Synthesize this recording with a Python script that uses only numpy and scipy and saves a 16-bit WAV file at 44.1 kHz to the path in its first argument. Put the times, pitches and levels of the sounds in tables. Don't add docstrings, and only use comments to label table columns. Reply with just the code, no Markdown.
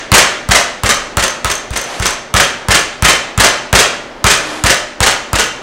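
import sys
import numpy as np
from scipy import signal
from scipy.fft import rfft, irfft, next_fast_len
from scipy.io import wavfile
from scipy.ndimage import map_coordinates

SR = 44100
rng = np.random.default_rng(int(sys.argv[2]) if len(sys.argv) > 2 else 0)


def file_out(sig):
    cols = np.atleast_2d(sig).T
    lim = np.clip(cols, -1, 1)
    pcm = np.round(lim * 32767).astype(np.int16)
    wavfile.write(sys.argv[1], SR, pcm)


N = 247840
LEAD = SR // 2
SPAN = N + LEAD

# t/s, force/dB, hardness/dB (low on thick meat)
MALLET_BLOWS = [(-.235, -1, -14), (0.1173, 1, 2), (0.4885, -1.7, -8), (0.8347, -4.7, 1), (1.1699, -5.7, 5),
                (1.4456, -10, 7), (1.7058, -10.7, -9), (1.998, -6.2, -5), (2.3398, -2.7, 1),
                (2.6847, -2, -3), (3.0232, -.9, -2), (3.3767, -1.2, -4), (3.7282, -.6, 2),
                (4.2416, -1.4, 2), (4.638, -2.7, 2), (5.0042, -2.6, 0), (5.3306, -4.9, .5)]
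# start/s, end/s, level/dB
MEAT_SLIDES = [(1.797, 2.08, -24), (4.359, 4.67, -23.5)]
# f/Hz, relative level/dB, t60/s
TABLE_MODES = [(55.4, -9, 0.23), (103, -5.5, 0.12), (193.2, -12.5, 0.16), (117.4, -19, 0.2),
               (53.1, -25.5, .7)]
HEAD_MODES = [(1294, -5, 0.079), (960, 3, 0.016), (1600, -8, 0.034)]
PAN_MODES = [(395, -8, .1), (562, -3, .15), (598, -12, .45), (690, -8, .15), (1260, -2, .16),
             (1449, -6, .15), (1756, -3, .12), (1980, -4, .06), (2794, -1, .15), (3085, -4.5, .28),
             (3252, -2, .14), (4025, -10, .12), (4162, -11, .12), (6140, -4, .09)]
DISH_MODES = [(3110, -9, .07), (5520, -7, .04), (5914, -5, .05), (6140, 0, .09), (6250, -8, .15),
              (6350, -1, .07), (8090, -6, .04), (8400, -5, .04)]
# f/Hz, relative level/dB
SLAP_SPECTRUM = [(200, -9), (1500, -19), (3000, 2), (5000, 1.5), (8000, 4.5), (10500, -2), (13000, -11.5),
                 (16000, -5.5)]
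KNOCK_SPECTRUM = [(150, -21.5), (450, -5.5), (900, -6.5), (1300, -5), (1800, -7.5), (3500, -15),
                  (9000, -33)]
CLATTER_SPECTRUM = [(60, -32), (130, -3), (280, -5.5), (420, -0.5), (900, -2.5), (1800, 2), (2400, -1.5),
                    (4500, -5), (6500, -5.5), (8500, -7), (11500, -20.5), (16000, -37)]
SPARKLE_SPECTRUM = [(1000, -9), (4000, -11), (7000, 2.5), (10000, -10), (16000, -12)]
FILM_SPECTRUM = [(200, -16), (500, -5), (1000, -5), (2500, -10), (7000, -18.5), (10000, -24.5),
                 (16000, -49)]
AIR_SPECTRUM = [(15, -31), (25, -1), (50, -17), (92, -27), (123, -9), (153, -15.5), (240, -12.5), (330, -8),
                (470, -12), (540, -7.5), (750, -10.5), (2000, -18.5), (6000, -33), (16000, -61)]
# f/Hz, level/dB
BLADE_TONES = [(242, -44.5), (528, -58), (603, -46)]
# f/Hz, t60/s
ROOM_DECAY = [(60, 0.13), (250, 0.84), (600, 0.57), (2000, 0.63), (5000, 0.54), (8000, 0.48), (12000, 0.47),
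              (16000, 0.4)]
# f/Hz, relative level/dB
ROOM_COLOUR = [(60, -6), (200, -6), (600, 6), (2000, 4.5), (7000, 2.5), (12000, -11)]


def amp(db):
    return 10 ** (np.asarray(db) / 20)


def unit(x):
    return x / np.sqrt(np.mean(x ** 2) + 1e-20)


def along(points, hz):
    freqs, values = np.transpose(points)
    return np.interp(np.log(hz + 1), np.log(freqs + 1), values)


def noise(spectrum, size):
    m = next_fast_len(size + 4096)
    colour = amp(along(spectrum, np.fft.rfftfreq(m, 1 / SR)))
    return unit(irfft(rfft(rng.standard_normal(m)) * colour, m)[:size])


def wobble(rate, size):
    knots = rng.standard_normal(int(size * rate / SR) + 4)
    return map_coordinates(knots, [np.arange(size) * rate / SR])


def burst(t, rise, t60):
    return np.sin(np.clip(t / rise, 0, 1) * np.pi / 2) * amp(-60 * np.maximum(t - rise, 0) / t60)


def ring(modes, t, scatter_db):
    sound = np.zeros(len(t))
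    for k, (hz, db, t60) in enumerate(modes):
        envelope = amp(db + scatter_db * rng.standard_normal() - 60 * t / t60)
        sound += (-1) ** (k + 1) * envelope * np.sin(2 * np.pi * hz * t)
    return sound


def add(track, s, sound):
    start = max(LEAD + round(s * SR), 0)
    track[start:start + len(sound)] += sound[:len(track[start:])]


def slap():
    track, t = np.zeros(SPAN), np.arange(SR // 10) / SR
    for s, force_db, hardness_db in MALLET_BLOWS:
        snaps = burst(t, rise=.00064, t60=.013) + amp(-8) * burst(t - .009, rise=.00025, t60=.0064)
        add(track, s, amp(-3.7 + force_db + hardness_db) * snaps * noise(SLAP_SPECTRUM, len(t)))
    return track


def mallet():
    track, t = np.zeros(SPAN), np.arange(SR // 2) / SR
    for s, force_db, hardness_db in MALLET_BLOWS:
        db_per_octave = .5 * (force_db + 2.1)
        modes = [(hz, db + db_per_octave * np.log2(hz / 90), t60) for hz, db, t60 in TABLE_MODES]
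        thump = ring(modes, t, scatter_db=.5) * (1 - np.exp(-t / .0008))
        add(track, s, amp(-.2 + .92 * force_db) * thump)
        head = ring(HEAD_MODES, t, scatter_db=2) * (1 - np.exp(-t / .00097))
        knocks = burst(t, rise=.0014, t60=.049) + amp(-2.5) * burst(t - .0095, rise=.00094, t60=.18)
        board = knocks * noise(KNOCK_SPECTRUM, len(t))
        add(track, s, amp(-9 + force_db + hardness_db) * (board + amp(4.5) * head))
    return track


def cookware():
    track, t = np.zeros(SPAN), np.arange(SR // 2) / SR
    contacts_per_s, contact_decay_s = 900, .00045
    for s, force_db, _ in MALLET_BLOWS:
        rebound = amp(-3 + 2.15 * force_db) * burst(t - .0195, rise=.01, t60=.14)
        flight_s = .059 + .0008 * force_db
        crash = amp(-2) * burst(t - flight_s, rise=.0032, t60=.094)
        settling = amp(-1) * burst(t - flight_s, rise=.011, t60=.26)
        landing = amp(-5.5 + 1.05 * force_db) * np.hypot(crash, settling)
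        contacts = (rng.random(len(t)) < contacts_per_s / SR) * rng.exponential(size=len(t))
        power = signal.lfilter([1], [1, -np.exp(-1 / (contact_decay_s * SR))], contacts)
        rattle = np.hypot(rebound, landing) * np.sqrt((1 + power / power.mean()) / 2)
        add(track, s, amp(3) * rattle * noise(CLATTER_SPECTRUM, len(t)))
        peaks = rattle ** 3 / rattle.max() ** 2
        add(track, s, amp(-6.5) * peaks * noise(SPARKLE_SPECTRUM, len(t)))
        metal = ring(PAN_MODES, t, scatter_db=2.9)
        ringing = signal.fftconvolve(rattle * rng.standard_normal(len(t)), metal / np.linalg.norm(metal))
        add(track, s, amp(-8.3) * ringing)
    return track


def dish():
    track, t = np.zeros(SPAN), np.arange(SR // 4) / SR
    first_landing_s, hop_s, hop_ratio = .068, .041, .6
    for s, *_ in MALLET_BLOWS:
        for hop in range(3):
            delay = first_landing_s + hop_s * np.sum(hop_ratio ** np.arange(hop))
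            tick = burst(t, rise=.0006, t60=.018) * noise(SPARKLE_SPECTRUM, len(t))
            chink = ring(DISH_MODES, t, scatter_db=3.5) + amp(7.5 - 3 * hop) * tick
            add(track, s + delay + rng.normal(0, .001), amp(-17 - 5.5 * hop) * chink)
    return track


def film():
    track = np.zeros(SPAN)
    for start, end, db in MEAT_SLIDES:
        size = round((end - start) * SR)
        crinkle = unit(noise(FILM_SPECTRUM, size) * amp(.83 * wobble(351, size)))
        add(track, start, amp(db) * np.sqrt(np.hanning(size)) * crinkle)
    return track


def brief_hum(start_s=4.35, length_s=.38, hz=308):
    track, t = np.zeros(SPAN), np.arange(round(length_s * SR)) / SR
    phase = 2 * np.pi * hz * t + .91 * wobble(20.8, len(t))
    add(track, start_s, amp(-28) * np.sqrt(np.hanning(len(t))) * np.sin(phase))
    return track


def kitchen_echo(direct):
    shares = np.array([wobble(45, SPAN) for _ in range(5)])
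    shares /= np.linalg.norm(shares, axis=0)
    echo = np.zeros(SPAN)
    for share in shares:
        hz, t, spectra = signal.stft(rng.standard_normal(SR), SR, nperseg=256)
        fade = amp(along(ROOM_COLOUR, hz)[:, None] - 60 * t / along(ROOM_DECAY, hz)[:, None])
        tail = signal.istft(spectra * fade, SR, nperseg=256)[1]
        tail *= np.clip((np.arange(len(tail)) / SR - .004) / .0048, 0, 1)
        echo += signal.fftconvolve(share * direct, tail / np.linalg.norm(tail))[:SPAN]
    return echo


def fans():
    t = np.arange(SPAN) / SR
    tones = sum(amp(db) * np.sqrt(2) * np.sin(2 * np.pi * hz * t + 1.33 * wobble(26, SPAN))
                for hz, db in BLADE_TONES)
    air = amp(-31 + 1.1 * wobble(7.5, SPAN)) * noise(AIR_SPECTRUM, SPAN)
    return air + tones


def scene():
    slaps, knocks, clatter = slap(), mallet(), cookware() + dish()
    echo = kitchen_echo(amp(-4) * slaps + amp(-9.5) * (knocks + clatter))
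    return (slaps + knocks + clatter + echo + film() + brief_hum() + fans())[None, LEAD:]


def record(dry):
    top_hz, skirt_hz = 15900, 500
    m = next_fast_len(N + 8192)
    passband = np.clip((top_hz - np.fft.rfftfreq(m, 1 / SR)) / skirt_hz + .5, 0, 1)
    clipped = np.clip(dry, -1, 1)
    return irfft(rfft(clipped, m) * passband, m)[:, :N]


dry = scene()
out = record(dry)
file_out(out)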